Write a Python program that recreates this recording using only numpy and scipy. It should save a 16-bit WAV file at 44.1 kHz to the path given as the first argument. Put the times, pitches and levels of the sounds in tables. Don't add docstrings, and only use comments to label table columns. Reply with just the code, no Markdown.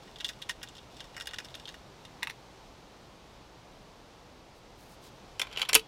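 import sys
import numpy as np
from scipy import signal
from scipy.fft import rfft, irfft, next_fast_len
from scipy.io import wavfile
from scipy.ndimage import map_coordinates

SR = 44100
rng = np.random.default_rng(int(sys.argv[2]) if len(sys.argv) > 2 else 0)


def how_loud(loudness_db):
    steps = np.asarray(loudness_db, float) / 20
    return 10 ** steps


def unload_wav(signal):
    wavfile.write(
        sys.argv[1],
        SR,
        np.round(np.clip(np.atleast_2d(signal).T, -1, 1) * 32767).astype(np.int16),
    )


N = 259175


def unit(x):
    return x / np.sqrt(np.mean(x ** 2) + 1e-20)


def along(points, hz):
    f, v = np.transpose(points)
    return np.interp(np.log(hz + 1), np.log(f + 1), v)


def curves(rows):
    s, *columns = np.transpose(rows)
    t = np.arange(N) / SR
    return [np.interp(t, s, column, left=-120, right=-120) for column in columns]


def wobble(rate):
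    knots = rng.standard_normal(int(N * rate / SR) + 4)
    return map_coordinates(knots, [np.arange(N) * rate / SR])


def filtered(x, response):
    m = next_fast_len(x.shape[-1] + 8192)
    spectrum = rfft(x, m) * response(np.fft.rfftfreq(m, 1 / SR))
    return irfft(spectrum, m)[..., :x.shape[-1]]


def resonance(part, f, scatter_db=0):
    luck = how_loud(scatter_db * rng.standard_normal(len(part)))
    modes = 0
    for k, (hz, width, db) in enumerate(part):
        mode = 1j * f * width / (hz * hz - f * f + 1j * f * width)
        modes = modes + (-1) ** k * luck[k] * how_loud(db) * mode
    lowest_hz, highest_hz = part[0][0], part[-1][0]
    low_cut = (1j * f / (1j * f + 0.56 * lowest_hz)) ** 2
    return modes * low_cut / (1 + 1j * f / (1.05 * highest_hz)) ** 2


def gritty(rate, spread_db):
    happens = rng.random(N) < rate / SR
    return happens * rng.standard_normal(N) * how_loud(spread_db * rng.exponential(size=N))


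def bounced(table, middle_db, loss_db, t60):
    reach_db = 26
    first_s, delay_grows = .004, 2.3
    crisper_db, stray = 2.5, .45
    rows = []
    for s, db, place, crack_db in table:
        luck = rng.standard_normal((3, 2))
        rows.append(None)
        rows.pop()
        for k in range(3):
            at, late_s = place, 0
            if k > 0:
                at = place + stray * luck[k, 0]
                late_s = first_s * delay_grows ** (k - 1) * how_loud(1.2 * luck[k, 1])
            level = db - loss_db * k
            low_end = level - reach_db * max(at, 0)
            middle = level + middle_db - reach_db * abs(at) / 2
            high_end = level - reach_db * max(-at, 0)
            crack = level + crack_db + crisper_db * k
            rows.append((s + late_s, low_end, middle, high_end, crack, t60))
    return rows


def contacts(table, body, blow, damping, scatter_db, trim_db, edge_hz):
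    span = 4096
    t, f = np.arange(span) / SR, np.fft.rfftfreq(span, 1 / SR)
    out = np.zeros(N + span)
    for s, *levels, t60 in table:
        force = rng.standard_normal(span) * how_loud(-60 * damping * t / max(t60, .002))
        force[:3] = blow * np.array([.5, 1, .5])
        bright_hz = edge_hz * how_loud(.5 * (max(levels) + 38.5))
        push = rfft(force) / (1 + 1j * f / bright_hz)
        hit = 0
        for db, part in zip(levels, body):
            ring = irfft(push * resonance(part, f, scatter_db))[:span * 7 // 8]
            hit = hit + how_loud(db + trim_db) * ring / np.std(ring[:SR // 250])
        out[round(s * SR):][:len(hit)] += hit
    return out[:N]


def rubbing(level_db, body, rate, spread_db):
    whole = [mode for part in body for mode in part]
    slips = filtered(gritty(rate, spread_db), lambda f: resonance(whole, f))
    return how_loud(level_db) * unit(slips)


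# start_s, level_db, place (-1 base to 1 rim), crack_over_ring_db
STIR = [(.0761, -57, -0.14, -6), (.1592, -44.5, 0.61, -13), (.1858, -49, .7, -7), (.2017, -41, .4, -16),
        (.2068, -38.5, 0.38, -8.5), (.2454, -27, 0.92, -13), (.2503, -33, .7, -14), (.2637, -43, .55, -5),
        (.2829, -49, .48, 3), (.2896, -34, 0.79, -8), (.2936, -42.5, -.45, -1), (.4185, -44.5, 0.33, -7),
        (.4223, -37, .7, -11.5), (.4903, -47.5, .03, -5), (.4941, -34, -0.036, 0), (.5086, -42, 0.2, -4),
        (.6165, -51, .05, -13), (.6298, -41.5, 0.38, 0), (.6339, -45, -0.68, -1), (.6744, -47.5, .7, -21),
        (.6869, -51, .48, 0), (.7522, -51, .8, -7), (.7667, -52.5, .4, -1.5), (.7819, -48.5, 0.53, -12),
        (.9674, -52, 0.69, -2), (.9966, -47.5, .7, -14), (1.0045, -41.5, .4, -7), (1.0422, -55.5, .2, 1)]
# start_s, level_db, place (-1 base to 1 rim), crack_over_ring_db
DIG = [(1.146, -54, -.1, -8), (1.166, -41, -0.44, -3.5), (1.1785, -40, -0.88, -8), (1.1998, -45, -.03, -.4),
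       (1.2093, -37.5, 0.14, -6.5), (1.22, -49, -.45, 3), (1.2575, -48, .3, -3),
       (1.2716, -37.5, 0.086, -1.5), (1.2897, -42.5, 0.65, -19), (1.3103, -47, 0.17, -8),
       (1.3345, -41.5, -.1, -5), (1.3427, -41.5, .03, -4), (1.3605, -47, 0.52, -13),
       (1.3853, -37, -0.0076, -3), (1.401, -42, -0.83, -6), (1.4469, -49.5, .4, 3.5),
       (1.4538, -51.5, 0.37, 2.5), (1.486, -50, .7, -14), (1.505, -56, .4, -3), (1.5427, -41, .9, -21),
       (1.549, -50, -0.2, 1), (1.5529, -41.5, .7, -9), (1.598, -48.5, .25, -3), (1.6549, -39.5, 1, -27),
       (1.6762, -49, 0.1, -6), (1.6813, -40, .7, -21), (1.6896, -46, 0.071, -1.5), (1.6977, -49, 0.4, -10),
       (1.742, -46.5, -0.26, -9), (2.0513, -48, 0.36, -6)]
# time_s, level_db
SHUFFLE = [
    [(.02, -60), (.15, -69), (.33, -60), (.45, -71), (.68, -71), (.85, -66)],
    [(.9, -62), (1.05, -65), (1.12, -65), (1.45, -67), (1.7, -59.5), (1.8, -70)],
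]
# pitch_hz, width_hz, level_db
TIN = [
    [(1473, 230, -3), (1690, 84, 0), (1878, 60, 5), (2500, 48, -2.5)],
    [(2600, 83, -15), (2860, 69, 7)],
    [(3160, 120, 2), (3546, 285, 6), (4060, 90, -9), (4220, 140, -7.5)],
    [(5100, 720, -4.5), (5480, 190, 4), (6250, 1900, -9), (7770, 640, -5), (8870, 1800, -12),
     (14040, 6800, -16.5)],
]


def pellets():
    stirred = bounced(STIR, middle_db=-1.5, loss_db=12.5, t60=0.034)
    dug = bounced(DIG, middle_db=-1.5, loss_db=10.5, t60=0.019)
    knocks = contacts(stirred + dug, TIN, edge_hz=33000, blow=5.2, damping=0.81,
                      scatter_db=3.0, trim_db=-0.9)
    shuffle_db = np.max([curves(rows)[0] for rows in SHUFFLE], axis=0)
    return knocks + rubbing(shuffle_db, TIN[1:], rate=1700, spread_db=2.5)


# start_s, level_db, place (-1 rail to 1 wall), crack_over_ring_db
PICK = [(.4945, -41.5, -1.5, -29), (1.1665, -56, -3.5, -15), (1.385, -47, -1.5, -23), (2.2244, -52, 0, -13),
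        (2.2293, -39.5, -0.3, -9), (2.2304, -31.5, .7, -7), (2.2485, -50, 0.5, -7), (2.2719, -42.5, 0, -5),
        (2.2964, -45.5, 1.5, -11), (2.2993, -46, 0.05, -.4), (2.3091, -49, .6, -7)]
# pitch_hz, width_hz, level_db
TIN_ON_RAIL = [
    [(870, 90, 1.5), (1090, 150, -2.5)],
    [(2010, 450, 3), (2360, 170, -4), (2590, 130, -2.5)],
    [(3230, 250, -8), (4030, 790, 0), (4550, 190, -8)],
    [(5800, 370, 0), (7450, 630, -7), (8550, 760, -4), (11900, 7300, -9)],
]


def rocking_tin():
    knocks = bounced(PICK, middle_db=11, loss_db=11, t60=0.019)
    return contacts(knocks, TIN_ON_RAIL, edge_hz=20000, blow=6.6, damping=0.64, scatter_db=3.5, trim_db=-1.0)


# start_s, level_db, place (-1 stock to 1 linkage), crack_over_ring_db
LEVER = [(5.3956, -34, 0.41, -1), (5.3975, -34.5, 0.31, -10), (5.416, -27, 0.42, -7.5),
         (5.4293, -44, -.48, -14), (5.4483, -49, -.4, -25), (5.4696, -51.5, 0.0058, -9),
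         (5.5134, -54.5, .03, -7), (5.5272, -50, .2, -3), (5.5335, -53, 0.26, -4), (5.573, -31.5, .4, -13),
         (5.5839, -39.5, 0.25, -10), (5.5947, -40, 0.16, -4), (5.6075, -44, -0.27, -6),
         (5.6166, -23.5, 0.67, -13), (5.6267, -30, 0.35, -13), (5.6508, -41.5, .7, -14),
         (5.6567, -44, .8, -16), (5.6875, -37.5, 0.33, -11), (5.6909, -35, 0.1, 4),
         (5.6956, -33.5, 0.14, -13), (5.7209, -45, -.55, -18), (5.731, -24.5, 0.37, -0.8),
         (5.7469, -26, .48, -19), (5.7511, -14, 0.57, -0.5), (5.7528, -21, .35, -4),
         (5.7565, -19.5, .3, -12), (5.7604, -27, 0.2, -14), (5.7941, -38.5, 0.68, -7)]
# start_s, level_db, place (-1 stock to 1 linkage),
# crack_over_ring_db
SNAP = [
    (5.5618, -39, .4, -19),
    (5.7446, -21.5, .9, 2),
    (5.7512, -16, .9, 6),
]
# time_s, level_db
SLIDE = [
    (5.39, -70),
    (5.44, -60),
    (5.49, -57),
    (5.55, -51),
    (5.61, -43.5),
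    (5.66, -54),
    (5.73, -55),
    (5.75, -81),
]
# pitch_hz, width_hz, level_db
RIFLE = [
    [(470, 320, -10.5), (1038, 150, -4), (1300, 127, -4), (1526, 180, -4)],
    [(1790, 200, -8.5), (1970, 230, -5.5), (2400, 300, 1.5), (2716, 170, 1.5)],
    [(3090, 190, 4), (3430, 240, -0.5), (3850, 260, -2), (4570, 440, -5.5)],
    [(5620, 470, 1), (6260, 200, -2), (7140, 560, -3), (7600, 440, -0.5), (10100, 5500, -2),
     (13900, 6700, -9)],
]


def lever():
    clicks = bounced(LEVER, middle_db=3.0, loss_db=11.5, t60=0.031)
    snaps = bounced(SNAP, middle_db=-2.5, loss_db=26, t60=0.0098)
    steel = contacts(clicks + snaps, RIFLE, edge_hz=3200, blow=3.0, damping=1.42,
                     scatter_db=3.0, trim_db=1.0)
    return steel + rubbing(curves(SLIDE)[0], RIFLE[:3], rate=6600, spread_db=0.0)


# pitch_hz, level_db, t60_s
STOCK = [(45, -46, .35), (130, -42, .1), (240, -35, .08), (318, -30, .13), (385, -23, .04),
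         (441, -24, .145), (830, -22, .04), (975, -17, .048), (1254, -29, .09), (3320, -47, .4),
         (3385, -51, .3)]


def stock():
    latch_s, rise_s = 5.7515, 0.0032
    t = np.clip(np.arange(N) / SR - latch_s, 0, None)
    ring = sum(how_loud(db - 60 * t / t60) * np.sin(2 * np.pi * hz * t) for hz, db, t60 in STOCK)
    return ring * (1 - np.exp(-t / rise_s))


# middle_s, length_s, level_db, pressure (share of the fuller drag)
SLEEVE = [
    (4.57, .05, -73, .3),
    (4.824, 0.1, -66.5, .3),
    (4.919, 0.074, -63.5, .1),
    (5.056, 0.075, -63, 1.4),
    (5.16, .05, -80, .2),
]
# pitch_hz, level_db (per Hz)
CLOTH = [(2000, -120), (4000, -4), (6500, -5), (9000, -4), (13000, -7), (16000, -9), (17000, -120)]


def sleeve():
    t = np.arange(N) / SR
    hiss = unit(filtered(gritty(7800, 1.1), lambda f: how_loud(along(CLOTH, f))))
    drag = unit(filtered(rng.standard_normal(N), lambda f: resonance([(4000, 3500, 0)], f)))
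    out = np.zeros(N)
    for s, length, db, pressure in SLEEVE:
        stroke = np.exp(-(2 * (t - s) / length) ** 4)
        out += how_loud(db) * stroke * (hiss + pressure * drag)
    return out


# pitch_hz, t60_s
PORCH = [(500, 0.1), (3000, 0.1), (12000, 0.077)]


def porch(x):
    block, delay = 2048, 150
    noise = rng.standard_normal((N // block + 1, SR // 8))
    hz, t, z = signal.stft(noise, SR, nperseg=256)
    decay = how_loud(-60 * t / along(PORCH, hz)[:, None])
    tails = signal.istft(z * decay, SR, nperseg=256)[1]
    out = np.zeros(N + SR)
    for k, tail in enumerate(tails):
        answer = signal.fftconvolve(x[k * block:][:block], tail / np.linalg.norm(tail))
        out[k * block + delay:][:len(answer)] += answer
    return out[:N]


# pitch_hz, level_db (per Hz)
AIR = [(15, -21), (30, -5.5), (52, -4), (85, -12.5), (121, -7.5), (230, -12), (490, -12.5), (890, -13.5),
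       (1690, -23.5), (3900, -24.5), (6000, -29.5), (9000, -39.5), (15500, -48), (16600, -67)]
# time_s, level_db
BREEZE = [
    (0, 0.5),
    (1.5, 1.5),
    (3, 0.6),
    (3.6, -0.2),
    (4.6, -.5),
    (5.88, 2),
]


def air():
    hush = unit(filtered(rng.standard_normal(N), lambda f: how_loud(along(AIR, f))))
    bass = filtered(hush, lambda f: 1 / (1 + (f / 45) ** 6))
    lumps = how_loud(2.5 * wobble(4) - 2) - 1
    level_db = -53.5 + curves(BREEZE)[0] + .3 * wobble(5)
    return how_loud(level_db) * (hush + bass * lumps)


def scene():
    near = pellets() + rocking_tin() + lever() + stock()
    return (near + how_loud(-12.5) * porch(near) + sleeve() + air())[None]


def band_limit(x):
    return signal.sosfilt(signal.butter(12, 16970, fs=SR, output="sos"), x)


def record(dry):
    hold = 1 / (.07 * SR)
    held = signal.lfilter([hold], [1, hold - 1], dry ** 2)
    ducked = dry * how_loud(-2 * held / (held + .0006))
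    rounded = ducked / (1 + np.abs(ducked / .95) ** 6) ** (1 / 6)
    top_hz = 16500
    mix = filtered(rounded, lambda f: 1 / (1 + (f / top_hz) ** 60))
    return band_limit(mix)


dry = scene()
out = record(dry)
unload_wav(out)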